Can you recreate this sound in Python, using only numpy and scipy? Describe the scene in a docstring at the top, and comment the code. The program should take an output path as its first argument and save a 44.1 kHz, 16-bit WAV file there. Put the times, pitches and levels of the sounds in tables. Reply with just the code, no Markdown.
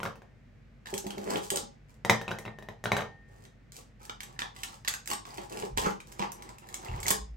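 """A small kitchen, humming and echoing, the microphone close to a ceramic bowl on a wooden board.
Hard dried dumplings are set and dropped in: each knock clacks in the lump, thuds in the board and
faintly rings the bowl. Further off to the right a hand digs for more in a plastic bag, where creases
snap, film crinkles and lumps tumble. Late on, dull bumps come through the counter, and a low
throbbing drone enters at the very end."""
import sys
import numpy as np
from scipy import signal
from scipy.fft import rfft, irfft, next_fast_len
from scipy.io import wavfile

SR = 44100
rng = np.random.default_rng(int(sys.argv[2]) if len(sys.argv) > 2 else 0)


def materialize(psi):
    """Save the field psi as 16-bit PCM at rate SR to the path in sys.argv[1].

    A 1-D psi becomes a single channel; in a 2-D psi each row is a channel.
    """
    bounded = np.clip(np.atleast_2d(psi).T, -1, 1)
    quanta = np.round(bounded * 32767).astype(np.int16)
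    wavfile.write(sys.argv[1], SR, quanta)


N = 324840
TIME = np.arange(N) / SR
FFT_SIZE = next_fast_len(N, True)
BIN_HZ = np.fft.rfftfreq(FFT_SIZE, 1 / SR)

# Room tone. Each row: frequency in Hz, level in dB.
AIR_SPECTRUM = [(20, -28), (48, -4), (74, -12), (100, -4), (140, -3), (180, -12), (225, -9), (330, -22),
                (480, -20), (1000, -32), (2000, -27), (3200, -38), (7000, -47), (11000, -58), (16000, -63)]
HUM_LINES = [(48.4, -61.5), (102.3, -70), (215.3, -76.5)]
# The kitchen's echo. Each row: frequency in Hz, seconds to fall 60 dB.
ROOM_T60 = [(100, .5), (260, 0.27), (700, 0.31), (1800, 0.2326), (5000, 0.3), (13000, 0.1349)]
# Strength of that echo. Each row: frequency in Hz, gain in dB.
ROOM_GAIN = [(60, -13), (150, -3), (400, 2), (1000, 3), (2200, -3), (5000, 0), (14000, 3)]
# How alike left and right are. Each row: frequency in Hz, correlation from -1 to 1.
ROOM_LIKENESS = [(50, 0.99), (120, 0.91), (300, 0.44), (1000, 0.29), (16000, 0.3)]
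SIDE_LIKENESS = [(50, 1), (130, 0.15), (290, -0.13), (640, -0.53), (1400, -0.26), (3000, 0.39),
                 (7000, 0.44), (16000, -0.23)]  # the bag's echo, arriving from the side
# Dumplings on the bowl. Each row: start in seconds, relative level in dB, treble in dB, clack in Hz.
KNOCKS = [(0.0024, -25.5, -21, 1110), (0.0317, -19, -12.5, 1440), (0.0536, -19.5, -22, 1170),
          (0.0609, -21.5, -22, 1610), (0.0736, -26, -26, 1310), (0.1564, -44.5, -8.5, 2640),
          (0.2198, -41, -20, 1610), (2.0493, -17, -15.5, 1970), (2.0972, -0.5, -16.5, 2044),
          (2.1466, -29, -27, 1800), (2.2144, -25, -17, 1750), (2.2799, -19, -24, 2560),
          (2.2915, -27.5, -33, 2200), (2.3091, -29, -13, 2630), (2.3149, -17.5, -24, 1560),
          (2.387, -27, -8.5, 2030), (2.4527, -28.5, -19, 2650), (2.4619, -30, -27.5, 2000),
          (2.4793, -29.5, -43, 2050), (2.587, -33.5, -16.5, 1760), (2.6251, -35.5, -16.5, 1840),
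          (2.6872, -27.5, -20.5, 1886), (2.8401, -23.5, -8, 1860), (2.8571, -15, -23, 1514),
          (2.9187, -7, -23.5, 2190), (2.9312, -26, -18.5, 2000), (2.9671, -13, -17, 1590),
          (2.9842, -21.5, -35, 2030), (2.9911, -23, -31, 1620), (3.0073, -21, -19.5, 1250),
          (3.0212, -25, -38, 2170)]
# Resonances. Each row: frequency in Hz, relative level in dB, seconds to fall 60 dB.
BOWL_MODES = [(795, -36.5, 0.5), (888, -36, 0.31), (1830, -39.5, 1.27), (2016, -40.5, .14),
              (3144, -53, 0.64), (3830, -29, .07), (3930, -35.5, 0.18), (4050, -45.5, .16),
              (4300, -56.5, 0.32), (5615, -57.5, .14), (6360, -52.5, .12), (8856, -60.5, .1),
              (11700, -57.5, .07)]
BOARD_MODES = [(91, -22, 0.27), (116.7, -19.5, .42), (154, -18.5, 0.15), (175, -17.5, 0.13),
               (217.3, -18, 0.31), (347, -33, 0.14), (420, -32, 0.34), (461, -24.5, 0.36),
               (629, -30.5, 0.13)]
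BAG_HOLLOW_MODES = [(196.9, -13.5, 0.25), (350, -20, 0.13), (564, -16, 0.16), (807, -15, 0.24),
                    (900, -17.5, 0.048)]
# The hand in the bag. Each row: start and length in seconds, then relative levels in dB of
# film flexing, film crinkling and lumps shuffling.
HAND_STROKES = [(0.85, 0.12, -50, -55.5, -50), (1.035, 0.24, -56, -58.5, -39),
                (1.26, 0.11, -43.5, -44.5, -28), (1.41, 0.038, -51, -42, -56),
                (1.51, 0.065, -43.5, -64, -34.5), (1.87, .07, -68, -75.5, -70.5),
                (3.27, .20, -69.5, -70, -56.5), (3.72, 0.07, -58, -54.5, -54),
                (3.99, 0.065, -54.5, -56.5, -55.5), (4.20, 0.17, -56.5, -71, -55),
                (4.415, 0.021, -40.5, -57.5, -56), (4.54, 0.2, -51.5, -53, -56),
                (5.07, 0.058, -40, -61, -41), (5.25, .19, -48.5, -53.5, -51.5),
                (5.49, 0.16, -46, -52.5, -39), (5.765, 0.012, -33, -35.5, -29.5),
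                (5.815, 0.055, -29, -44, -28.5), (6.05, 0.14, -60, -62.5, -53),
                (6.19, 0.039, -29, -66, -32), (6.33, .21, -55.5, -73, -51), (6.60, 0.27, -53, -65, -52.5),
                (6.83, 0.18, -44, -57.5, -45), (7.04, 0.053, -35, -55, -37)]
# Creases snapping. Each row: start in seconds, relative level in dB, fizz in dB, patch pitch in Hz.
CREASE_SNAPS = [(0.858, -36, -14, 1750), (0.8695, -35.5, -8.5, 1840), (0.9397, -28, -0.5, 3180),
                (0.9785, -31, 5, 4470), (1.067, -32, -3.5, 940), (1.106, -30, -7, 3270),
                (1.1808, -33, -10, 2190), (1.3043, -26.5, -4.5, 1006), (1.3582, -23, -19, 3200),
                (1.503, -23.5, 4, 3200), (1.5586, -29.5, 9, 4000), (1.572, -21, -4.5, 3100),
                (3.4523, -43.5, -9.5, 3840), (3.721, -45, 3, 3950), (4.0962, -27, -17, 1400),
                (4.205, -29.5, -7.5, 2250), (4.2324, -37, 0, 3830), (4.391, -22.5, -13, 1880),
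                (4.4035, -33.5, -5, 2500), (4.4193, -21.5, -25, 1770), (4.5635, -38, -7, 2070),
                (4.634, -25, -3.5, 3080), (4.8486, -33, -11, 1830), (4.877, -19, -13, 4560),
                (4.8818, -19.5, -1.5, 1920), (4.9386, -24.5, -5, 1580), (5.0585, -42.5, 3.5, 2510),
                (5.0751, -31, 5.5, 2180), (5.1023, -29, 2, 2970), (5.1141, -21, -7, 1124),
                (5.1332, -24.5, -2.5, 1900), (5.253, -33.5, -17, 1110), (5.3812, -30, -19, 940),
                (5.5724, -35, -2, 3200), (5.6241, -31, -24, 910), (5.7744, -19.5, -6, 990),
                (5.782, -21.5, -7, 965), (5.8633, -33, -13, 1720), (6.003, -36, -10, 2460),
                (6.123, -43, 0.5, 2240), (6.1943, -25.5, -16, 980), (6.2044, -27.5, -37, 945),
                (6.225, -40, -27, 930), (6.319, -39.5, 6.5, 920), (6.423, -39.5, -1.5, 2230),
                (6.4909, -37.5, -7, 1010), (6.584, -45.5, 1, 2680), (6.6884, -41, -2, 1850),
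                (6.7423, -29, 0.5, 2220), (7.0025, -43.5, 7, 2380), (7.0305, -31, -0.5, 2200),
                (7.0659, -26.5, 2, 2220), (7.0821, -17.5, -0.5, 2320), (7.1053, -18.5, 6.5, 1074),
                (7.1119, -18.5, -13, 1860)]
# Lumps knocking inside the bag. Each row: start in seconds, relative level in dB, pitch in Hz.
TUMBLES = [(0.929, -25, 398), (0.942, -31, 194), (1.042, -32.5, 370), (1.062, -31, 195), (1.174, -29, 410),
           (1.188, -35, 200), (1.271, -30.5, 420), (1.302, -29.5, 335), (1.345, -31, 340),
           (1.369, -27, 351), (1.517, -26, 385), (1.535, -33, 572), (1.565, -37, 210), (1.632, -39.5, 221),
           (5.383, -31, 353), (5.633, -28.5, 410), (5.866, -25, 186), (6.201, -29, 208), (6.228, -42, 330),
           (7.112, -31.5, 194), (7.118, -28, 422)]
# Bumps through the counter. Each row: start in seconds, length in seconds, relative level in dB.
BUMPS = [(5.70, 0.089, -38.5), (6.885, 0.059, -33), (7.03, .07, -49)]
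# Tone colours. Each row: frequency in Hz, relative level in dB.
CONTACT_SPECTRUM = [(40, -2), (150, 27.5), (260, 25.5), (520, 28), (850, 26), (1400, 18), (2200, 16),
                    (3000, 10), (4000, 6), (6000, 11.5), (9000, 10.5), (15000, -4.5)]  # dumpling on ceramic
SHUFFLE_SPECTRUM = [(60, -26.5), (130, -10.5), (195, 3.5), (270, -6), (350, 3), (560, -5), (820, -9.5),
                    (1300, -12), (3000, -23.5), (8000, -60)]  # lumps shifting in the bag
FLEX_SPECTRUM = [(200, -27.5), (600, -11), (800, 9), (1000, 5.5), (1250, -3.5), (1500, -7.5), (2100, -5),
                 (3500, -14), (6000, -20), (14000, -47)]  # film bending
CRINKLE_SPECTRUM = [(500, -39.5), (2500, -5.5), (4500, -3), (8000, -2), (10500, -6), (12000, -14),
                    (16000, -16)]  # film crinkling
CREASE_SPECTRUM = [(40, 2.5), (120, 11), (200, 29.2), (550, 21.6), (950, 27), (1300, 19), (1900, 18.25),
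                   (3000, 19.1), (4500, 17.7), (8000, 21.8), (11000, 13.6), (16000, 2.7)]  # one crease snapping
BUMP_SPECTRUM = [(15, -27), (35, -1), (65, -4.5), (115, -4.5), (180, -12.5), (500, -56), (3000, -84)]  # the counter
# An uneven top octave, with dips near 10.3 and 14 kHz. Each row: frequency in Hz, gain in dB.
TREBLE_COLOUR = [(6500, 0), (8000, -0.5), (9400, -0.5), (10300, -12.5), (11500, 7), (12800, -3.5),
                 (14000, -5), (15200, 4)]


def amp(db):
    """Decibels to gain."""
    return np.exp(np.asarray(db) * (np.log(10) / 20))


def unit(x):
    """Scales to rms 1."""
    return x / np.sqrt(np.mean(x ** 2) + 1e-20)


def read(points, hz):
    """Reads a table on a log-frequency axis."""
    f, value = np.transpose(points)
    return np.interp(np.log(hz + 1), np.log(f + 1), value)


def add(mix, start_s, sound):
    """Mixes a sound in at its start time."""
    part = mix[max(round(start_s * SR), 0):][:len(sound)]
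    part += sound[:len(part)]


def tint(x, spectrum):
    """Gives a steady sound a spectrum, at rms 1."""
    return unit(irfft(rfft(x, FFT_SIZE) * amp(read(spectrum, BIN_HZ)), FFT_SIZE)[..., :N])


def click(spectrum, bass_db, treble_db, size=2048):
    """A minimum-phase click of a given spectrum, with its own bass and treble."""
    hz = abs(np.fft.fftfreq(size, 1 / SR))
    shelves = [(550, bass_db), (1500, 0.013), (3500, 0), (8000, treble_db)]
    log_gain = np.log(amp(read(spectrum, hz) + read(shelves, hz)))
    return np.fft.ifft(np.exp(np.conj(signal.hilbert(log_gain)))).real[:size // 2]


def ping(hz, t60, size=4096):
    """One resonance: a decaying sine."""
    t = TIME[:size]
    return np.exp(-np.log(1000) * t / t60) * np.sin(2 * np.pi * hz * t)


def modes_of(table):
    """One decaying sine a mode, of alternating sign."""
    return np.array([(-1) ** k * amp(db) * ping(hz, t60, SR) for k, (hz, db, t60) in enumerate(table)])


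def room_tone(air_db=-57, waver_cycles=0.18):
    """Soft room noise all round the microphone, and a wavering appliance hum in the centre."""
    left, other = rfft(rng.standard_normal((2, FFT_SIZE)))
    same = read(ROOM_LIKENESS, BIN_HZ)
    right = same * left + np.sqrt(1 - same ** 2) * other
    air = irfft(np.array([left, right]) * amp(read(AIR_SPECTRUM, BIN_HZ)), FFT_SIZE)[:, :N]
    drift = waver_cycles * np.interp(TIME, np.linspace(0, TIME[-1], 40), rng.standard_normal(40))
    hum = sum(amp(db) * unit(np.sin(2 * np.pi * (hz * TIME + drift))) for hz, db in HUM_LINES)
    return amp(air_db) * unit(air) + hum


def dumplings_in_bowl(clack_db=-8, grit_db=-17, grit_s=0.005, spot_db=2, bowl_db=3, foot_db=-8,
                      hardness=0.99, echo_db=0.2, ring_echo_db=-9, pan_db=1):
    """Close up, each contact is a gritty push with a short clack; it rings the bowl and the board."""
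    contact, ringing = np.zeros((2, N))
    ceramic, wood = modes_of(BOWL_MODES), modes_of(BOARD_MODES).sum(0)
    grits = np.diff(rng.standard_normal((len(KNOCKS), 500)), axis=1)
    spots = 2 * rng.random((len(KNOCKS), len(BOWL_MODES))) - 1  # each spot favours other modes
    for (start, db, treble_db, hz), grit, spot in zip(KNOCKS, grits, spots):
        thud_db = -8.5 - 0.2042 * db  # softer contacts are duller, with relatively more bass and board thud
        push = amp(grit_db) * grit * np.exp(-TIME[:len(grit)] / grit_s)  # the crust crumbles a little
        push[0] += 1
        add(contact, start, amp(db) * np.convolve(push, click(CONTACT_SPECTRUM, thud_db, treble_db)))
        add(contact, start + 1 / hz, amp(db + clack_db) * ping(hz, t60=0.014))
        # The first lump rocks on the foot, where the bowl hardly moves.
        ring_db = bowl_db + foot_db * (start < 1)
        mode_gains = amp(hardness * db + ring_db + spot_db * spot)  # hard blows ring most
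        add(ringing, start, mode_gains @ ceramic)
        add(ringing, start, amp(db + thud_db) * wood)
    direct = (contact + ringing) * amp([[pan_db], [-pan_db]])
    return direct + amp(echo_db) * kitchen_echo(contact + amp(ring_echo_db) * ringing, ROOM_LIKENESS)


def kitchen_echo(x, likeness, frame=256, patterns=2, first_s=0.00038):
    """Dense reflections die band by band; their pattern slowly shifts, as when a hand moves about."""
    out, length = np.zeros((2, N)), SR // 2
    onset = np.clip(TIME[:length] / first_s - 1, 0, 1)
    for k in range(patterns):
        hz, t, bands = signal.stft(rng.standard_normal((2, length)), SR, nperseg=frame)
        same = read(likeness, hz)[:, None]
        bands[1] = same * bands[0] + np.sqrt(1 - same ** 2) * bands[1]
        decay_rate = np.log(1000) / read(ROOM_T60, hz)[:, None]
        decay = np.exp(-decay_rate * t) * np.sqrt(2 * decay_rate / SR)
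        bands *= amp(read(ROOM_GAIN, hz))[:, None] * decay
        tail = signal.istft(bands, SR, nperseg=frame)[1][:, :length] * onset
        crossfade = np.sqrt(2 / patterns) * np.cos(np.pi * (TIME + k / patterns))
        out += signal.oaconvolve((x * crossfade)[None], tail, axes=1)[:, :N]
    return out


def pushes(rows, column, grip_s, swell_db, let_go_s):
    """Gain over time of pushes that take hold, swell and die away; column picks their level."""
    gain, t = np.zeros(N), TIME[:SR]
    for row in rows:
        start, length = row[:2]
        grip = np.minimum(t / grip_s, 1)
        swell = amp(row[column] + swell_db * (np.minimum(t / length, 1) - 1.5))
        let_go = np.exp(-np.maximum(t - length, 0) / let_go_s)
        add(gain, start, grip * swell * let_go)
    return gain


def grains(per_s, spread_db):
    """Random tiny clicks of uneven size."""
    clicks = (rng.random(N) < per_s / SR) * rng.choice([-1, 1], N)
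    return clicks * amp(spread_db * np.minimum(rng.exponential(1, N), 4))


def buckling_patches(per_s=70, low_hz=850, high_hz=7500, cycles=45, db_per_octave=-5.5, count=16):
    """Small patches of film buckle at random, each ringing briefly at its own pitch."""
    out = np.zeros(N)
    for hz in np.geomspace(low_hz, high_hz, count):
        gain = amp(db_per_octave * np.log2(hz / low_hz)) * np.sqrt(hz)
        out += gain * signal.oaconvolve(grains(per_s / count, spread_db=4), ping(hz, cycles / hz))[:N]
    return unit(out)


def hand_rustle(shuffle_db=-7, flex_db=-4, patches_db=-8):
    """Each stroke shuffles the lumps and bends and crinkles the film, swelling as the film tightens."""
    flex, crinkle, shuffle = (pushes(HAND_STROKES, column, grip_s=0.027, swell_db=1.5, let_go_s=0.022)
                              for column in (2, 3, 4))
    out = amp(shuffle_db) * shuffle * tint(grains(per_s=400, spread_db=2.5), SHUFFLE_SPECTRUM)
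    out += amp(flex_db) * flex * tint(grains(per_s=500, spread_db=3.5), FLEX_SPECTRUM)
    out += crinkle * tint(grains(per_s=350, spread_db=6.5), CRINKLE_SPECTRUM)
    return out + amp(patches_db) * flex * buckling_patches()


def crease_snaps(chatter_db=-10, chatter_s=0.0023, patch_db=-5, patch_cycles=30):
    """A crease buckles with a sharp click and a run of smaller ones; the patch of film rings briefly."""
    out, t = np.zeros(N), TIME[:1500]
    for start, db, fizz_db, hz in CREASE_SNAPS:
        body_db = -5 - 13.5 * np.log2(hz / 1000)  # smaller, higher patches have less body
        run = amp(chatter_db) * unit(rng.standard_normal(len(t)) ** 3) * np.exp(-t / chatter_s)
        run[0] = 1
        run /= np.linalg.norm(run)
        add(out, start, amp(db) * np.convolve(run, click(CREASE_SPECTRUM, body_db, fizz_db)))
        add(out, start, amp(db + patch_db) * ping(hz, patch_cycles / hz))  # low patches ring longer
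    return out


def tumbling_lumps(knock_t60=0.055, cushion_s=0.0012):
    """Lumps fall against each other; the cushioned knocks sound in the hollow of the bag."""
    out, hollow = np.zeros(N), modes_of(BAG_HOLLOW_MODES).sum(0)
    for start, db, hz in TUMBLES:
        knock = ping(hz, knock_t60)
        knock *= 1 - np.exp(-TIME[:len(knock)] / cushion_s)
        add(out, start, amp(db) * knock)
        add(out, start, amp(db) * hollow)
    return out


def plastic_bag(snap_db=2, tumble_db=1, echo_db=0.5, pan_db=0.96, lag_samples=18):
    """The bag lies further off to the right, so it reaches the left channel later and softer."""
    bag = amp(snap_db) * crease_snaps() + amp(tumble_db) * tumbling_lumps() + hand_rustle()
    left = np.pad(bag, (lag_samples, 0))[:N]
    direct = np.array([left, bag]) * amp([[-pan_db], [pan_db]])
    return direct + amp(echo_db) * kitchen_echo(bag, SIDE_LIKENESS)


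def counter_bumps():
    """Dull bumps come through the counter, alike in both channels."""
    even_noise = np.sign(tint(rng.standard_normal(N), BUMP_SPECTRUM))  # squared off for even strength
    rumble = tint(even_noise, BUMP_SPECTRUM)
    return rumble * pushes(BUMPS, column=2, grip_s=0.011, swell_db=3, let_go_s=0.06)


def low_drone(start_s=7.135, rise_s=0.062, hz=56, db=-43.5, throb_hz=10.7, throb_depth=0.43):
    """A low throbbing tone comes in at the end, in the centre."""
    t = TIME - start_s
    fade_in = np.clip(t / rise_s, 0, 1)
    throb = 1 + throb_depth * np.cos(2 * np.pi * throb_hz * t)
    return amp(db) * fade_in * throb * unit(np.sin(2 * np.pi * hz * TIME))


def scene():
    """The kitchen from the microphone's place: bowl near, bag to the right, room all round."""
    return dumplings_in_bowl() + plastic_bag() + counter_bumps() + low_drone() + room_tone()


def record(dry, ceiling=0.88, edge_hz=16300):
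    """The top octave is made uneven; the recorder clips at its ceiling, then limits the band."""
    colour = click(TREBLE_COLOUR, bass_db=0, treble_db=0)
    heard = signal.oaconvolve(dry, colour[None], axes=1)[:, :N]
    clipped = np.clip(heard, -ceiling, ceiling)
    lowpass = signal.firwin(511, edge_hz, window=("kaiser", 9), fs=SR)
    return signal.oaconvolve(clipped, lowpass[None], "same")


dry = scene()
out = record(dry)
materialize(out)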